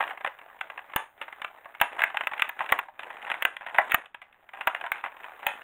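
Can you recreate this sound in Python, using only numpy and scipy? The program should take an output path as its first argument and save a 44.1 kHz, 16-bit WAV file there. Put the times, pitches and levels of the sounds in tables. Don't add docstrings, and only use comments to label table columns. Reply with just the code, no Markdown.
import sys
import numpy as np
from scipy import signal
from scipy.fft import rfft, irfft, next_fast_len
from scipy.io import wavfile
from scipy.ndimage import uniform_filter1d

SR = 44100
rng = np.random.default_rng(int(sys.argv[2]) if len(sys.argv) > 2 else 0)


def pcm_store(signal):
    levels = np.round(np.clip(np.atleast_2d(signal), -1, 1) * 32767)
    wavfile.write(sys.argv[1], SR, levels.astype(np.int16).T)


N = 248283

# t/s, flex level/dB, body level/dB, edge level/dB, overload burst level/dB,
# overload thump level/dB, share sent into the room/dB
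BREAKTHROUGHS = [(0.9617, -28.5, -26, -27, -28, -34.5, -6),
                 (1.814, -22.5, -18.5, -18.5, -28.5, -35.5, -7.5), (2.0185, -34, -24, -28, -49, -55.5, -3),
                 (2.0377, -35.5, -22, -21.5, -40.5, -62, -11), (2.271, -36, -30.5, -26, -48, -55, -20.5),
                 (2.4205, -43, -20.5, -21, -46, -72, -10.5), (2.4925, -38.5, -34, -37.5, -42, -64.5, -10.5),
                 (2.722, -22.5, -17, -23.5, -31, -37, -14.5), (2.7894, -27.5, -28.5, -31, -43.5, -71, -21),
                 (3.4232, -35.5, -31, -25, -38, -61, -17), (3.4512, -32.5, -18.5, -21, -36, -63.5, -11),
                 (3.7845, -19, -16, -25.5, -45, -55.5, -9), (3.919, -37, -23.5, -26, -36.5, -60, -4.5),
                 (3.9447, -29, -17.5, -20.5, -27, -34.5, -22.5),
                 (4.6722, -26.5, -25, -25.5, -35.5, -48, -9), (4.9181, -38, -26, -29, -38, -50.5, -8.5),
                 (5.4664, -28, -29, -23.5, -33.5, -44, -2.5)]


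def amp(db):
    return 10 ** (np.asarray(db) / 20)


def unit(x):
    return x / np.sqrt(np.mean(x ** 2) + 1e-20)


def along(points, hz):
    f, value = np.transpose(points)
    return np.interp(np.log(hz + 1), np.log(f + 1), value)


def filtered(x, response):
    size = next_fast_len(len(x) + SR // 4)
    hz = np.fft.rfftfreq(size, 1 / SR)
    return irfft(rfft(x, size) * response(hz), size)[:len(x)]


def causal(points, size=2048):
    hz = np.fft.rfftfreq(size, 1 / SR)
    cepstrum = irfft(np.log(amp(along(points, hz))))
    cepstrum[1:size // 2] *= 2
    cepstrum[size // 2 + 1:] = 0
    return irfft(np.exp(rfft(cepstrum)))


def coloured(x, response):
    return signal.fftconvolve(x, response)[:len(x)]


def sized(x, db):
    energy = np.sum(x ** 2) / (SR / 100)
    return amp(db) * x / np.sqrt(energy + 1e-20)


def add(track, s, x):
    start = max(round(s * SR), 0)
    track[start:start + len(x)] += x[:max(len(track) - start, 0)]


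def strokes():
    # pressure reached t/s, let go t/s, rub level/dB,
    # level of the hiss let through by the noise suppressor/dB
    blade_strokes = [(0, 0.106, -41, -66), (0.18, 1.03, -52.5, -74), (1.205, 1.877, -53, -73.5),
                     (1.955, 2.056, -41.5, -76), (2.19, 2.486, -47, -72), (2.61, 2.76, -40, -72),
                     (3.04, 3.46, -45.5, -76.5), (3.775, 3.943, -41, -75), (4.29, 4.516, -61, -92),
                     (4.58, 5.2, -51.5, -75.5), (5.2, 5.616, -47, -70.5)]
    press_db_per_s, release_db_per_s = 148, 238
    hiss_rise_db_per_s = 42.5
    t = np.arange(N) / SR
    rub, hiss = np.zeros(N), np.zeros(N)
    for start, end, rub_db, hiss_db in blade_strokes:
        before = np.maximum(start - t, 0)
        released_db = release_db_per_s * np.maximum(t - end, 0)
        rub = np.maximum(rub, amp(rub_db - press_db_per_s * before - released_db))
        hiss = np.maximum(hiss, amp(hiss_db - hiss_rise_db_per_s * before - released_db))
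    return rub, hiss


def rustle(gain, slips_per_s=280, spread_db=3.5, rub_db=-3, level_db=-1.25, slip_s=0.0011, patchy_db=2):
    # f/Hz, level/dB
    rustle_colour = [(30, -26), (150, -26), (300, -12.5), (450, -8), (750, -0.5), (1200, -3.5),
                     (1800, -3.5), (2800, -13), (3800, -23), (4500, -53), (5700, -52.5), (6800, -38),
                     (9500, -34.5), (15000, -43)]
    chance, size = rng.random(N), rng.exponential(size=N)
    slips = (chance < slips_per_s / SR) * amp(spread_db * np.minimum(size, 2))
    slip_fade = np.exp(-np.arange(SR // 100) / SR / slip_s)
    friction = coloured(slips, slip_fade)
    grain = rng.standard_normal(N) * (unit(friction) + amp(rub_db))
    spectrum = signal.stft(grain, nperseg=512)[2]
    patches = uniform_filter1d(rng.standard_normal(spectrum.shape), size=6, axis=0)
    patches = unit(uniform_filter1d(patches, size=5, axis=1))
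    grain = signal.istft(spectrum * amp(patchy_db * patches), nperseg=512)[1][:N]
    return amp(level_db) * gain * unit(coloured(grain, causal(rustle_colour)))


def background(hiss_gain, floor_db=-76.0):
    # f/Hz, level/dB
    hiss_colour = [(40, -11), (3500, -14.5), (4600, -30), (5800, -27), (6800, -15), (9500, -7.5),
                   (12000, -14.5), (13800, 3.5), (15400, 4), (16300, -15.5)]
    floor_colour = [(40, 6.5), (1500, -4.5), (3500, -20), (5000, -38.5), (16000, -38)]  # f/Hz, level/dB
    hiss = unit(coloured(rng.standard_normal(N), causal(hiss_colour)))
    floor = unit(coloured(rng.standard_normal(N), causal(floor_colour)))
    return hiss_gain * hiss + amp(floor_db) * floor


def ring(t, lo_hz, hi_hz, t60, count, run_s=0.0015):
    place, strength, life, lag = rng.random((4, count, 1))
    step = (np.arange(count)[:, None] + place) / count
    hz = lo_hz + (hi_hz - lo_hz) * step
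    age = np.maximum(t - run_s * lag ** 2, 0)
    fade = amp(-60 * age / (t60 * (life + .5)))
    modes = np.cos(np.pi * strength) * np.sin(2 * np.pi * hz * age) * fade
    return np.sum(modes, axis=0)


def click(colour, flex_db, body_db, edge_db, ring_s, scratch_db=0):
    doubling_db = 36
    t = np.arange(SR // 12) / SR
    t60 = ring_s * 2 ** ((flex_db - edge_db) / doubling_db)
    flex = coloured(ring(t, 542.6, 1097.0, t60 * 0.93, count=7), colour)
    body = coloured(ring(t, 1118, 2091, t60 * 0.74, count=10), colour)
    scratch = rng.standard_normal(len(t)) * amp(-60 * t / (t60 * 0.71))
    edge = sized(ring(t, 2025, 3611, t60 * 0.54, count=14), 0) + sized(scratch, scratch_db)
    edge = coloured(edge, colour)
    return sized(flex, flex_db) + sized(body, body_db) + sized(edge, edge_db)


def buckling_click(colour, db, bright_db):
    flex_db, edge_db = -2.5, -2
    base_ring_s = 0.035
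    return click(colour, db + flex_db - bright_db, db, db + edge_db + bright_db, base_ring_s)


def buckles(colour, count=5):
    # t/s, level/dB, brightness/dB, length of the run/s
    bends = [(.0061, -27, -4, 0.014), (.0256, -32, -2, 0.0035), (0.0377, -35.5, -1, 0.0033),
             (.0774, -40, 0.5, .004), (0.0978, -45.5, 5, 0.0036), (.1076, -38.5, -2, 0.019),
             (.175, -44.5, -0.5, 0.0037), (.2087, -42.5, -1.5, .004), (.2464, -29, -1.5, 0.0044),
             (.2623, -35, -2.5, 0.0048), (.2741, -33, 0, .004), (.4136, -53, -1, .004),
             (0.6108, -33.5, 2.5, 0.0033), (.7004, -41, 0.5, .004), (.7768, -39, -1, 0.0024),
             (.7913, -44, -1.5, .004), (.9356, -41, -2, 0.01), (1.2149, -35.5, 2, 0.014),
             (1.2806, -44.5, -4, .004), (1.3258, -43.5, 2.5, 0.0033), (1.4181, -38.5, 4, 0.0028),
             (1.4457, -34, 2, 0.0037), (1.657, -46, -6.5, 0.003), (1.7492, -47, 3.5, .004),
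             (1.801, -42, 8, 0.0045), (1.992, -31.5, 0.5, 0.0333), (2.1014, -40.5, -2, 0.01),
             (2.1445, -37, -5.5, 0.013), (2.1708, -29, 4, 0.0029), (2.2091, -31, -0.5, 0.0051),
             (2.2358, -41, 2, 0.013), (2.3145, -39.5, -5, .008), (2.3348, -34.5, 1, 0.0045),
             (2.3783, -43.5, 5, 0.0029), (2.3957, -33, 7, 0.0075), (2.5916, -37, 0.5, .004),
             (2.6055, -29.5, -6, 0.016), (2.6911, -37, 4.5, .02), (2.8846, -49.5, -8.5, 0.0041),
             (2.9934, -39, 2, 0.012), (3.0326, -41.5, 1, 0.0044), (3.1029, -41.5, -2, 0.016),
             (3.2674, -40, -2, 0.031), (3.3002, -34, 0.5, 0.017), (3.3159, -30, 3.5, 0.0049),
             (3.3411, -36.5, -1, .018), (3.5667, -40.5, 4.5, 0.0035), (3.6093, -44, -2.5, 0.045),
             (3.6639, -38.5, -2, 0.043), (3.7454, -35.5, -1.5, 0.045), (3.7897, -29.5, -10, 0.006),
             (3.9103, -38, 3, .008), (4.0581, -53.5, 5.5, 0.0035), (4.1453, -42, 0.5, 0.006),
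             (4.2171, -47.5, 2.5, 0.016), (4.327, -65.5, 9.5, 0.0029), (4.4907, -50.5, 2, .004),
             (4.5353, -43, -1, 0.0192), (4.5722, -47, -3, .012), (4.6097, -35.5, 1, 0.0114),
             (4.6765, -26.5, -4, 0.005), (4.7483, -32.5, 2, 0.012), (4.8115, -37.5, 0.5, 0.0027),
             (4.8399, -36.5, -5, 0.027), (4.8637, -37, -1.5, 0.0077), (4.957, -44.5, 1, 0.051),
             (5.0396, -34, -1, 0.019), (5.0607, -38, -3.5, 0.013), (5.2427, -43, -1, 0.017),
             (5.429, -43.5, -2.5, .02)]
    lead_s, lead_db = 0.002397, -18
    gap_s, fade_db = .0095, 11.5
    track = np.zeros(N)
    for s, db, bright_db, length_s in bends:
        add(track, s - lead_s, buckling_click(colour, db + lead_db, bright_db))
        add(track, s, buckling_click(colour, db, bright_db))
        delays = gap_s * (np.arange(count) + .5 + rng.random(count))
        for delay in delays:
            faded_db = db - fade_db * delay / length_s
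            add(track, s + delay, buckling_click(colour, faded_db, bright_db))
    return track


def crinkles(colour, rub, per_s=14, level_db=-2.5, bright_spread_db=3, count=120):
    track = np.zeros(N)
    keep_chance = per_s * N / SR / count
    for place, chance in rng.random((count, 2)):
        bright_db = bright_spread_db * rng.standard_normal()
        if chance < keep_chance:
            at = int(place * N)
            add(track, at / SR, rub[at] * buckling_click(colour, level_db, bright_db))
    return track


def shell(x):
    # f/Hz, width/Hz, relative level/dB
    resonances = [(585, 2.5, -2.5), (814.5, 79, 2), (940, 20, -8), (1630, 38, 1.5), (1830, 27, -15.5),
                  (2550, 57, -12.5)]

    def response(f):
        total = 0
        for hz, width, db in resonances:
            damping = 1j * f * width
            total = total + amp(db) * damping / (hz * hz - f * f + damping)
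        return total

    return filtered(x, response)


def room(x, count=20, build_s=0.012):
    # f/Hz, t60/s
    fade_times = [(200, 0.0056), (1000, 0.2115), (3000, 0.22), (7000, 0.27), (10000, 0.29), (15000, 0.05)]
    # f/Hz, relative level/dB
    answer_colour = [(100, -20), (600, 7), (3000, -1.5), (7000, -0.5), (10000, -7.5), (12000, -2),
                     (14500, -15.5)]
    wet = np.zeros(N)
    for k in range(count):
        hz, t, spectrum = signal.stft(rng.standard_normal(SR // 3), SR, nperseg=256)
        fade_db = 60 * t / along(fade_times, hz)[:, None]
        build = 1 - np.exp(-(t / build_s) ** 2)
        gain = amp(along(answer_colour, hz)[:, None] - fade_db) * build
        loudness = np.sqrt(np.sum(gain[6] ** 2) * 128)
        tail = signal.istft(spectrum * gain / loudness, SR, nperseg=256)[1]
        start, end = k * N // count, (k + 1) * N // count
        add(wet, start / SR, signal.fftconvolve(x[start:end], tail))
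    return wet


def cuts(colour, burst_s=0.0057, thump_s=0.00026):
    # f/Hz, level/dB
    burst_colour = [(4000, -35.5), (5700, -38), (6700, -12), (7900, -27.5), (9000, -8), (10400, -10),
                    (11400, -26), (12600, -19), (13700, 0.5), (15400, 2.5), (16000, -5), (17000, -36.5)]
    burst_lead_s = 0.00091
    base_ring_s = 0.03932
    near, sent = np.zeros(N), np.zeros(N)
    t = np.arange(SR // 12) / SR
    bright = causal(burst_colour)
    for s, flex_db, body_db, edge_db, burst_db, thump_db, room_db in BREAKTHROUGHS:
        burst_shape = np.exp(-(t / burst_s) ** 4) + .07 * amp(-60 * t / .022)
        noise = rng.standard_normal(len(t)) * burst_shape
        burst = sized(coloured(noise, bright), burst_db)
        thump = sized(t * np.exp(-t / thump_s), thump_db)
        snap = burst + thump
        add(snap, burst_lead_s, click(colour, flex_db, body_db, edge_db, base_ring_s))
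        add(near, s - burst_lead_s, snap)
        add(sent, s - burst_lead_s, amp(room_db) * snap)
    return near, sent


def settling(level_db=-15.5, fade_db_per_s=178.5, delay_s=.011):
    gain, t = np.zeros(N), np.arange(SR // 2) / SR
    for s, flex_db, _, edge_db, *_ in BREAKTHROUGHS:
        start_db = (flex_db + edge_db) / 2 + level_db
        add(gain, s + delay_s, amp(start_db - fade_db_per_s * t))
    return gain


def scene(shell_db=-9, room_db=-11):
    # f/Hz, level/dB
    click_colour = [(30, -27.5), (250, -16.5), (450, -14.5), (800, -5), (1700, 2.5), (2700, 1),
                    (3300, -8.5), (3900, -10.5), (4500, -35), (5700, -36.5), (6800, -24), (9500, -19),
                    (12000, -23.5), (15000, -26)]
    colour = causal(click_colour)
    rub, hiss = strokes()
    snaps, sent = cuts(colour)
    rustling = rustle(np.hypot(rub, settling()))
    crinkling = rustling + crinkles(colour, rub) + buckles(colour)
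    near = snaps + crinkling
    ringing = amp(shell_db) * shell(near)
    answer = room(sent + amp(room_db) * crinkling)
    return (near + ringing + answer + background(hiss))[None]


def record(dry):
    top_hz = 16100
    return filtered(dry[0], lambda hz: 1 / np.sqrt(1 + (hz / top_hz) ** 120))[None]


dry = scene()
out = record(dry)
pcm_store(out)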